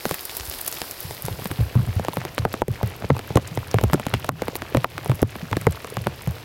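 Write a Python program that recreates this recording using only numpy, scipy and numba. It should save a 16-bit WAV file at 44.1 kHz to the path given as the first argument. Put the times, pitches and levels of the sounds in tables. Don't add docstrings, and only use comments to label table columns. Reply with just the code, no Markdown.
import sys
import numpy as np
from scipy import signal
from scipy.fft import rfft, irfft
from scipy.io import wavfile
from scipy.ndimage import uniform_filter1d, minimum_filter1d
from numba import njit

SR = 44100
rng = np.random.default_rng(int(sys.argv[2]) if len(sys.argv) > 2 else 0)


def log_audio(samples):
    frames = np.atleast_2d(samples).T
    limited = np.clip(frames, -1, 1)
    pcm = np.round(limited * 32767).astype(np.int16)
    wavfile.write(sys.argv[1], SR, pcm)


N = 284004
TOP_HZ = 16100


def undb(db):
    return 10 ** (np.asarray(db) / 20)


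def unit(x):
    return x / np.sqrt(np.mean(x ** 2))


@njit
def sum_rings(count, start, hz, t60, rise, bend, size, sr):
    out = np.zeros(count)
    for k in range(len(start)):
        first = int(start[k] * sr)
        fade = 1000. ** (-1 / (t60[k] * sr))
        open_up, sink = np.exp(-1 / (rise[k] * sr)), fade ** 2
        phase, level, shut, sharp = 0., size[k], 1., bend[k]
        for i in range(first, min(first + int(.7 * t60[k] * sr), count)):
            phase += 2 * np.pi * min(hz[k] * (1 + sharp), .45 * sr) / sr
            level, shut, sharp = level * fade, shut * open_up, sharp * sink
            out[i] -= level * (1 - shut) * np.sin(phase)
    return out


def ring(start, hz, t60, rise, bend, size):
    columns = np.broadcast_arrays(np.clip(start, 0, None), hz, t60, rise, bend, size)
    return sum_rings(N, *(np.ascontiguousarray(c, float) for c in columns), float(SR))


def spray(start, db, hz, cycles, last_s, octaves, count, rise):
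    when, tone, strength = np.moveaxis(rng.random((len(start), count, 3)), -1, 0)
    late = last_s * when ** 2
    pitch = np.minimum(hz[:, None] * 2 ** (octaves * (2 * tone - 1)), TOP_HZ).ravel()
    size = undb(db[:, None] - 22 * late / last_s) * (2 * strength - 1)
    return ring((start[:, None] + late).ravel(), pitch, cycles / pitch, rise / pitch, 0, size.ravel())


def random_drops(per_s):
    when, tone, strength = rng.random((int(per_s * N / SR), 3)).T
    return when * N / SR, tone, strength


def flicker(per_s):
    hold = int(SR / per_s)
    steps = np.repeat(rng.standard_normal(N // hold + 1), hold)
    return uniform_filter1d(uniform_filter1d(steps, hold), hold)[:N]


def patter(spectrum, low_hz, per_s, scatter_db, cycles, last_s, hiss_db, flicker_db):
    hz, db = np.transpose(spectrum)
    start, tone, strength = random_drops(per_s)
    pitch = low_hz * (14000 / low_hz) ** tone ** 0.52
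    colour_db = np.interp(np.log(pitch), np.log(hz), db) + 10 * np.log10(pitch)
    size_db = colour_db - scatter_db * np.log(1 - .97 * strength)
    drops = spray(start, size_db, pitch, cycles, last_s, octaves=0.76, count=6, rise=0.33)
    bins_hz = np.maximum(np.fft.rfftfreq(N, 1 / SR), 1)
    hiss_colour = undb(np.interp(np.log(bins_hz), np.log(hz), db))
    hiss = irfft(rfft(rng.standard_normal(N)) * hiss_colour, N)
    return unit(unit(drops) + undb(hiss_db + flicker_db * flicker(per_s=23.62)) * unit(hiss))


def rain_on_leaves():
    # frequency in Hz, relative spectral density in dB.
    spectrum = [(40, 7), (170, -3.5), (350, 6), (3000, -4), (5000, 0.5), (6300, -9), (9200, -8),
                (11500, -4.5), (15500, -7)]
    return patter(spectrum, low_hz=710, per_s=300, scatter_db=5.1, cycles=4.9, last_s=0.0055,
                  hiss_db=5.8, flicker_db=1.6)


def rain_on_tarp():
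    # frequency in Hz, relative spectral density in dB.
    spectrum = [(40, 0), (100, 13.5), (200, -2.5), (500, 0), (1400, -11), (2600, -9.5), (6200, -22.5),
                (10000, -37), (13000, -47), (16000, -38)]
    return patter(spectrum, low_hz=558, per_s=360, scatter_db=1.8, cycles=7.5, last_s=.005,
                  hiss_db=5.15, flicker_db=1.0)


def spatter(per_s, low_hz, scatter_db):
    start, tone, strength = random_drops(per_s)
    pitch = low_hz * (15000 / low_hz) ** tone
    db = scatter_db * np.sqrt(-np.log(1 - .985 * strength))
    return unit(spray(start, db, pitch, cycles=8, last_s=0.0025, octaves=0.35, count=8, rise=0.3))


def drumming():
    start, tone, strength = random_drops(per_s=14)
    hz = 125.2 * 2 ** (0.7 * (tone - .5))
    return unit(ring(start, hz, t60=0.13, rise=0.004, bend=0.15, size=undb(17.4 * strength)))


def splashes():
    # start in seconds, level in dB, centre pitch in Hz.
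    bursts = [(0.0628, -19, 11300), (0.094, -18, 10000), (0.143, -22.5, 2560), (0.145, -12.5, 12400),
              (0.2096, -16, 11900), (0.2548, -14.5, 11800), (0.2966, -20.5, 3320), (0.352, -19, 12800),
              (0.37, -10, 13600), (0.4003, -21.5, 5400), (0.491, -24, 12700), (0.515, -24, 5070),
              (0.538, -22, 13700), (0.612, -17, 13000), (0.6495, -20, 13600), (0.661, -25.5, 4500),
              (0.6799, -6, 11000), (0.717, -19.5, 12900), (0.7277, -16.5, 8300), (0.743, -20.5, 11700),
              (0.9128, -14, 11100), (1.03, -17.5, 14100), (1.149, -20, 13400), (1.2545, -18.5, 10500),
              (1.264, -20.5, 10000), (1.474, -19, 14100), (2.3896, -19.5, 4100), (2.531, -20, 12800),
              (2.876, -24, 11400), (3.3727, -18.5, 3220), (3.4764, -21, 7350), (3.552, -29, 7250),
              (3.7142, -19, 5500), (3.84, -21, 11200), (3.9422, -17.5, 7340), (4.1403, -9.5, 2740),
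              (4.5647, -16, 12000), (5.22, -20.5, 10600), (5.6148, -23.5, 8200), (5.725, -23, 8050),
              (5.903, -23.5, 9200), (6.02, -30, 11000), (6.2765, -27, 10700)]
    start, db, hz = np.transpose(bursts)
    chirp = ring(start, hz, t60=18 / hz, rise=0.000067, bend=0.11, size=undb(db + 0.5))
    last_s = 0.011 * undb(0.43 * (db[:, None] + 19.5))
    droplets = spray(start - .002, db + 8, hz, 3.24, last_s, octaves=0.22, count=24, rise=0.041)
    return chirp + droplets


def booms():
    # start in seconds, level in dB, pitch in Hz.
    swings = [(0.405, -31, 65.4), (0.484, -28, 67.6), (1.052, -25.5, 93), (1.11, -32.5, 110),
              (1.247, -23.5, 118), (1.313, -23, 99), (1.415, -32, 111), (1.51, -21, 93),
              (1.593, -15, 123.4), (1.609, -11.5, 97), (1.759, -10, 110), (1.792, -12.5, 114),
              (1.824, -20.5, 95), (1.875, -23, 119), (1.89, -17, 89.5), (1.967, -13.5, 99),
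              (2.182, -23.5, 120), (2.399, -15.5, 108), (2.456, -14, 148), (2.701, -13.5, 114),
              (2.837, -12.5, 106), (3.041, -22.5, 99.4), (3.106, -5.5, 133), (3.308, -21.5, 112),
              (3.361, -7, 112.3), (3.579, -20.5, 115), (3.748, -9, 102), (3.837, -9.5, 104.5),
              (3.935, -12, 144.5), (4.14, -14.5, 111), (4.295, -6, 130), (4.77, -10.5, 117),
              (5.098, -11, 119), (5.138, -23.5, 91), (5.227, -8.5, 130), (5.431, -23, 160),
              (5.522, -19, 103), (5.566, -22.5, 123), (5.672, -9, 106.4), (5.974, -20.5, 125),
              (6.015, -28, 105), (6.069, -16, 125.5), (6.277, -16, 121)]
    start, db, hz = np.transpose(swings)
    main = ring(start - .004, hz, t60=0.077, rise=0.0033, bend=0.17, size=undb(db + 7))
    rattle = spray(start - .006, db - 5, 5.65 * hz,
                   cycles=4.4, last_s=0.088, octaves=1.0, count=14, rise=0.26)
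    modes = spray(start, db + 2, 1.11 * hz, cycles=10.5, last_s=0.0604, octaves=0.86, count=10, rise=0.71)
    return main + rattle + modes


def slaps():
    # start in seconds, level in dB,
    # nominal pitch in Hz, relative level of the crack in dB, ring length in cycles of that pitch.
    drips = [(0.0547, -6.5, 570, 6, 4.6), (0.1114, -7.5, 610, 6, 4.7), (0.8176, -12, 654, 10.5, 6),
             (1.1096, -20, 545, 10, 3.2), (1.2835, -10, 580, -1, 5.3), (1.391, -22, 540, -8, 15),
             (1.4215, -23, 1000, -4, 5.5), (1.457, -13, 640, 8, 2.2), (1.5142, -12.5, 1130, 0.5, 7.5),
             (1.9967, -13, 535, -5, 3.7), (2.0494, -15, 655, 2.5, 6.1), (2.0842, -7, 595, -0.5, 3.7),
             (2.1335, -15, 1260, 0, 19), (2.1708, -8.5, 656, -1.5, 3.3), (2.2161, -14.5, 980, -17, 5.8),
             (2.2518, -9.5, 640, -1, 9.1), (2.381, -6, 1050, -2.5, 4.8), (2.4521, 10.5, 577, -20, 8.2),
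             (2.5406, -8, 830, -3, 4.6), (2.6197, 17.5, 520, -20.5, 5.6), (2.682, -3, 486, 1, 13),
             (2.8307, -9.5, 500, 0, 7), (3.0225, -17, 905, -11, 5.5), (3.0438, -12.5, 550, -18, 7.5),
             (3.1032, 10.5, 617, -20, 9.1), (3.1667, -16, 694, -1, 3.8), (3.1928, -14, 1080, 1, 5.6),
             (3.305, -17.5, 597, -14, 5.6), (3.3574, -3.5, 402, -2, 10), (3.3728, 9, 607, -6, 8.2),
             (3.5748, -9.5, 575, -2, 5.5), (3.7432, -2.5, 525, 0, 7.2), (3.7861, -5.5, 1010, -13, 1.7),
             (3.8128, -12.5, 403, 4, 4.8), (3.8383, -4, 517, 1, 5.5), (3.8993, -15, 790, -8, 5.2),
             (3.9337, -4, 796, 3.5, 3.9), (3.9448, -5, 404, -25, 9.1), (3.9981, -10.5, 710, 0.5, 7.3),
             (4.0668, -10.5, 620, 6, 4.6), (4.1402, -7, 694, 2.5, 2), (4.2457, -14.5, 855, 5.5, 3.8),
             (4.292, 14.5, 694, -14.5, 3.4), (4.4206, -7, 655, -1.5, 9.4), (4.4825, -7.5, 610, 0, 7.4),
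             (4.5554, -10.5, 700, 9.5, 6.7), (4.6209, -12, 970, 1, 3.4), (4.7483, 4.5, 670, -11.5, 10.5),
             (4.771, -4, 716, 0, 9.5), (4.8447, 14.5, 960, -19, 9.1), (4.9802, -12, 1010, 2, 4.7),
             (5.06, -15, 560, 1, 2.3), (5.097, -10, 646, 1, 8.3), (5.1167, -11.5, 745, -0.5, 5.3),
             (5.2291, 13, 380, -10.5, 5.9), (5.356, -15.5, 800, -10, 6), (5.514, -22.5, 604, 10, 4.2),
             (5.5296, -7, 910, -8, 1.7), (5.5688, -9, 600, 6.5, 8.6), (5.6687, 5, 584, -9.5, 18),
             (5.8463, -14, 850, -0.5, 7.3), (5.9225, -20.5, 560, -12, 19), (5.9696, -11, 765, 1.5, 1.8),
             (6.0702, -6, 686, -0.5, 2.4), (6.2745, -17.5, 610, 1, 4.2)]
    start, db, hz, crack_db, cycles = np.transpose(drips)
    dent_db = db + 7 - 0.76 * cycles
    dent = ring(start, 1.216 * hz, t60=2.62 / hz, rise=0.055 / hz, bend=0.38, size=undb(dent_db))
    paper = spray(start - 5e-4, db - 11.5, 2.256 * hz,
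                  cycles=23, last_s=.004, octaves=0.746, count=6, rise=1.0)
    ring_db = np.minimum(db, 8)
    cloth = ring(start + 0.00066, 0.769 * hz,
                 t60=cycles / hz, rise=0.0011, bend=0.15, size=-undb(ring_db - 1.5))
    ripples = spray(start, ring_db - 6, 0.611 * hz,
                    cycles=6.9, last_s=0.01836, octaves=1.29, count=16, rise=0.21)
    contact_db = db + crack_db - 2
    usual_snap_hz, usual_drip_hz = 2340, 570
    snap = ring(start - 2e-4, usual_snap_hz * (hz / usual_drip_hz) ** 0.64,
                t60=1.31 / usual_snap_hz, rise=2.5e-5, bend=0.2, size=undb(contact_db))
    crack = spray(start - 7e-4, contact_db, np.full(len(start), 11500.),
                  cycles=2.6, last_s=.0045, octaves=1.1, count=32, rise=0.2)
    return dent + paper + cloth + ripples + snap + crack


def scene():
    # time in seconds, level on leaves in dB, level on tarp in dB.
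    balance = [(0, -36.5, -66), (.9, -36.5, -50.5), (1.3, -41, -39.5), (1.7, -45.5, -38.5),
               (2.301, -52, -37.5), (6.44, -50.5, -39)]
    times, *levels = np.transpose(balance)
    leaves_db, tarp_db = (np.interp(np.arange(N) / SR, times, db) for db in levels)
    leaves = undb(leaves_db) * rain_on_leaves()
    tarp = undb(tarp_db) * rain_on_tarp()
    twig_ticks = undb(leaves_db - 7.5) * spatter(per_s=90, low_hz=9600, scatter_db=21)
    cloth_ticks = undb(tarp_db - 20) * spatter(per_s=150, low_hz=9700, scatter_db=26)
    drips = slaps() + undb(tarp_db - 5.5) * drumming() + booms()
    return (leaves + tarp + twig_ticks + cloth_ticks + drips + splashes())[None]


@njit
def limiter_gain(over_db, release_db_per_s):
    cut_db = over_db.copy()
    for i in range(1, len(cut_db)):
        cut_db[i] = max(cut_db[i], cut_db[i - 1] - release_db_per_s / SR)
    return 10 ** (-cut_db / 20)


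def record(dry):
    presence_hz, width_hz, ceiling_db = 12800, 3500, -2.6
    low_cut = signal.sosfilt(signal.butter(2, 38, "high", fs=SR, output="sos"), dry)
    presence = signal.lfilter(*signal.iirpeak(presence_hz, presence_hz / width_hz, fs=SR), low_cut)
    mic = low_cut + undb(-5.5) * presence
    peak = -minimum_filter1d(-np.abs(mic[0]), size=41)
    over_db = np.maximum(20 * np.log10(peak + 1e-9) - ceiling_db, 0.)
    gain = uniform_filter1d(limiter_gain(over_db, release_db_per_s=159), size=21)
    return signal.sosfilt(signal.ellip(10, .2, 70, TOP_HZ, fs=SR, output="sos"), mic * gain)


dry = scene()
out = record(dry)
log_audio(out)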